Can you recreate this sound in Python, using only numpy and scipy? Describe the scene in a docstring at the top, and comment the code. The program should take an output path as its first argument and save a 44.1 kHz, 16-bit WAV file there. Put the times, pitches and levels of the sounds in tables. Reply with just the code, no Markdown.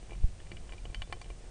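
"""Ticks in shallow water

A camera lies under shallow, surging water among rocks. Sharp, uneven ticks, likely grit and small
snaps close by, make its case ring over a faint crackle. Thin pings, likely tiny bubbles, follow the
strongest ticks. Moving water rumbles on the case and gives one soft, deep thump; the recorder hisses."""
import sys
import numpy as np
from scipy import signal
from scipy.fft import rfft, irfft
from scipy.io import wavfile
from scipy.ndimage import uniform_filter1d

SR = 44100
rng = np.random.default_rng(int(sys.argv[2]) if len(sys.argv) > 2 else 0)


def transcribe(u):
    """Save the signal u as a 16-bit wav file named by the first command-line argument.

    u: samples, shape (n,) or (channels, n), limited to [-1, 1]; the rate is SR.
    q: integer samples, one column per channel.
    """
    v = np.clip(np.atleast_2d(u).T, -1, 1)
    q = np.round(v * 32767).astype(np.int16)
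    wavfile.write(sys.argv[1], SR, q)


N = 66150

# tone colour of the hiss, the rumble and the wash of water: f/Hz, relative level/dB
HISS_SPECTRUM = [(300, 0), (1300, -1), (2500, 1), (4000, -2.1), (6500, -2), (9000, -1.9), (11000, -2.6)]
RUMBLE_SPECTRUM = [(15, -3), (28, -9), (40, 4.5), (58, -11), (95, -11.5), (140, -20), (200, -23.5),
                   (300, -47.5), (600, -58.5)]
WASH_SPECTRUM = [(120, -5.5), (220, 6), (350, 3), (520, 5.5), (750, 1.5), (1000, -4.5), (1500, -10),
                 (3000, -21)]
# how loud the rumble is as the water surges: t/s, level/dB
SURGE_LEVELS = [(0, -45.5), (.06, -47), (.16, -38.5), (.3, -40.5), (.39, -48.5), (.5, -41.5), (.55, -42.5),
                (.66, -42.5), (.8, -44), (.89, -37), (.94, -47), (.99, -35), (1.07, -46), (1.15, -42),
                (1.23, -49.5), (1.3, -39.5), (1.38, -48), (1.47, -44.5)]
# thin pings: t/s, f/Hz, level/dB, time to fade by 60 dB/s
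BUBBLE_PINGS = [(0.9484, 3070, -47, 0.14), (1.0200, 3510, -55.5, 0.21), (1.1242, 3052, -44.5, 0.085)]
# tones the case rings with: f/Hz, relative level/dB, time to fade by 60 dB/s
CASE_TONES = [(354.9, -13.5, 0.21), (480, -7.5, 0.028), (570, -12.5, 0.052), (722, -8, 0.072),
              (827, -0.5, 0.026), (1077, -2, 0.033), (1580, -17.5, 0.025), (1820, -7, 0.02),
              (2053, -4, 0.024), (2359, -2.5, 0.043), (2933, 0.5, 0.018), (3350, -11.5, 0.032),
              (3900, -10.5, .024), (4510, -6.5, 0.049)]
# edges and centres of the six bands that shape a tick, low to high: f/Hz
BAND_EDGES = [250, 600, 1300, 2200, 2700, 3700, 9600]
BAND_CENTRES = [400, 900, 1800, 2400, 3050, 4600]
# a typical faint tick of the crackle: level/dB for each of the six bands
CRACKLE_LEVELS = [-64, -74, -80, -80.5, -78.5, -92]
# the clear ticks: t/s, then level/dB for each of the six bands
CLEAR_TICKS = [(0.1082, -55, -71, -68, -56, -64.5, -80), (0.1202, -49, -52, -84, -63, -71, -69),
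               (0.1315, -67, -60, -73, -55.5, -63, -70), (0.152, -68, -72, -66, -69, -66, -76),
               (0.2364, -51, -61, -72, -80, -78, -83), (0.402, -64, -74, -58.5, -83, -60, -76),
               (0.47, -72, -73, -65.5, -69.5, -73, -72), (0.5171, -46.5, -62.5, -53.5, -52, -56.5, -60.5),
               (0.569, -69, -71, -66, -57, -54, -74), (0.693, -66, -61, -59, -67, -58.5, -76),
               (0.7004, -55.5, -68, -68.5, -74, -66, -69), (0.7228, -62.5, -61, -60.5, -54, -57.5, -63.5),
               (0.735, -56.5, -57.5, -66, -63, -64, -66), (0.7802, -69, -77, -85, -56.5, -67, -67),
               (0.854, -49.5, -55.5, -61, -63, -50.5, -66), (0.9002, -56.5, -66, -80, -64, -72, -80),
               (0.946, -60, -57, -47, -50.5, -46.5, -51), (1.0197, -58.5, -50, -48.5, -51.5, -42, -53.5),
               (1.0985, -51.5, -62.5, -72, -78, -78, -83), (1.1255, -50, -41.5, -43.5, -46.5, -52, -50),
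               (1.169, -53, -64, -73, -84, -73, -76), (1.215, -62.5, -51.5, -59.5, -55.5, -62.5, -52.5),
               (1.2443, -93, -70, -70, -65, -61, -71), (1.3025, -49, -56, -66, -57, -62, -67)]


def undb(db):
    """Turn decibels into a gain."""
    return 10 ** (np.asarray(db) / 20)


def unit(x):
    """Scale a signal to an average strength (rms) of 1."""
    return x / np.sqrt(np.mean(x ** 2))


def fade(t, t60):
    """Die away smoothly, 60 dB down after t60 seconds."""
    return np.exp(-np.log(1000) * t / t60)


def noise(spectrum):
    """Noise of strength 1 with the given tone colour."""
    hz, db = np.array(spectrum).T
    f = np.maximum(np.fft.rfftfreq(N, 1 / SR), 1)
    gain = undb(np.interp(np.log(f), np.log(hz), db))
    return unit(irfft(rfft(rng.standard_normal(N)) * gain, N))


def wander(per_s):
    """A smooth random drift of strength 1."""
    width = int(SR / per_s)
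    return unit(uniform_filter1d(uniform_filter1d(rng.standard_normal(N), width), width))


def add(out, sound, start_s):
    """Mix a sound in at the given time."""
    i = max(int(start_s * SR), 0)
    out[i:i + len(sound)] += sound[:max(N - i, 0)]


def colour(x, hz, db):
    """Turn each frequency up or down while keeping a sudden start sharp."""
    n = len(x)
    f = np.maximum(np.fft.rfftfreq(n, 1 / SR), 1)
    gain = undb(np.interp(np.log(f), np.log(hz), db))
    cepstrum = irfft(np.log(gain), n)
    cepstrum[1:n // 2] *= 2  # folded forward in time, so nothing sounds before the hit
    cepstrum[n // 2 + 1:] = 0
    return irfft(rfft(x) * np.exp(rfft(cepstrum)), n)


def band_levels(x):
    """Level in dB of a short sound in each band, as if its energy were spread over 15 ms."""
    f = np.fft.rfftfreq(len(x), 1 / SR)
    energy, _ = np.histogram(f, BAND_EDGES, weights=2 * abs(rfft(x)) ** 2 / len(x))
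    return 10 * np.log10(energy / (.015 * SR))


def hiss(level_db=-59):
    """The recorder adds its own steady noise."""
    return undb(level_db) * noise(HISS_SPECTRUM)


def water(t, wash_db=-62, hum_db=-71.5, hum_width_hz=36, waver_db=2):
    """Surging water rumbles on the case; a wavering wash makes its lowest tone hum."""
    flow = noise(RUMBLE_SPECTRUM)
    even_flow = flow / np.sqrt(uniform_filter1d(flow ** 2, size=SR // 10))
    rumble = even_flow * undb(np.interp(t, *np.array(SURGE_LEVELS).T))
    wash = undb(wash_db) * noise(WASH_SPECTRUM)
    hum_hz = CASE_TONES[0][0]
    resonance = signal.iirpeak(hum_hz, hum_hz / hum_width_hz, fs=SR)
    hum = undb(hum_db) * unit(signal.lfilter(*resonance, rng.standard_normal(N)))
    return rumble + (wash + hum) * undb(waver_db * wander(per_s=7.1))


def thump(t, at_s=.244, sink_s=.0089, flip_s=.0018, relax_s=.013, gain_db=-12):
    """Water pushes once on the case: the pressure sinks, flips over quickly and relaxes."""
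    age = t - at_s
    swing = np.sign(age) * np.exp(-np.maximum(age / relax_s, -age / sink_s))
    rounding = signal.windows.gaussian(SR // 20 + 1, flip_s * SR)
    return undb(gain_db) * signal.fftconvolve(swing, rounding / rounding.sum(), "same")


def crackle(per_s=22, spread_db=4.5):
    """Faint ticks come at random times, some louder and some softer."""
    out = np.zeros(N)
    for _ in range(int(per_s * N / SR)):
        band_db = np.array(CRACKLE_LEVELS) + spread_db * rng.standard_normal()
        add(out, tick(band_db), rng.uniform(0, N / SR))
    return out


def pings(t):
    """Each ping, likely a tiny bubble, is one fading tone."""
    out = np.zeros(N)
    for start, hz, db, t60 in BUBBLE_PINGS:
        add(out, undb(db) * fade(t, t60) * np.sin(2 * np.pi * hz * t), start)
    return out


def case_ring(t, scatter_db=1, detune=.005):
    """The case rings with all its tones, their level and pitch a little different each time."""
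    hz, db, t60 = np.array(CASE_TONES).T[:, :, None]
    level_draw, pitch_draw = rng.standard_normal((2, len(CASE_TONES), 1))
    tones = np.sin(2 * np.pi * hz * (1 + detune * pitch_draw) * t)
    return (undb(db + scatter_db * level_draw) * fade(t, t60) * tones).sum(0)


def tick(band_db, spike_s=.0001, echo_s=.0033, echo_db=-24):
    """A pressure spike and a brief crack ring the case and echo off the surface just above."""
    t = np.arange(4096) / SR
    ring = case_ring(t)
    spike = undb(11) * (1 - t / spike_s) * np.exp(-t / spike_s)
    crack = rng.standard_normal(len(t)) * (undb(6) * fade(t, t60=.008) + undb(-3) * fade(t, t60=.05))
    snap = spike + crack
    sound = snap + ring
    add(sound, -undb(echo_db) * snap[:len(t) // 2], echo_s)  # the surface flips the wave over
    gain_db = np.array(band_db) - band_levels(sound)  # move each band toward its wanted level
    bass_db, treble_db = gain_db[0] - 22, gain_db[-1] - 5.5  # turn both ends down
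    return colour(sound, hz=[77, *BAND_CENTRES, 5130], db=[bass_db, *gain_db, treble_db])


def clear_ticks():
    """Sharp ticks close by, likely grit and small snaps, each with its own tone colour."""
    out = np.zeros(N)
    for start, *band_db in CLEAR_TICKS:
        add(out, tick(band_db), start)
    return out


def scene():
    """Mix all the sounds into one channel."""
    t = np.arange(N) / SR
    return (water(t) + thump(t) + hiss() + clear_ticks() + crackle() + pings(t))[None]


def record(dry):
    """The camera steeply cuts off the highest treble."""
    top_hz = 9650
    return signal.sosfilt(signal.ellip(12, .2, 80, top_hz, fs=SR, output="sos"), dry)


dry = scene()
out = record(dry)
transcribe(out)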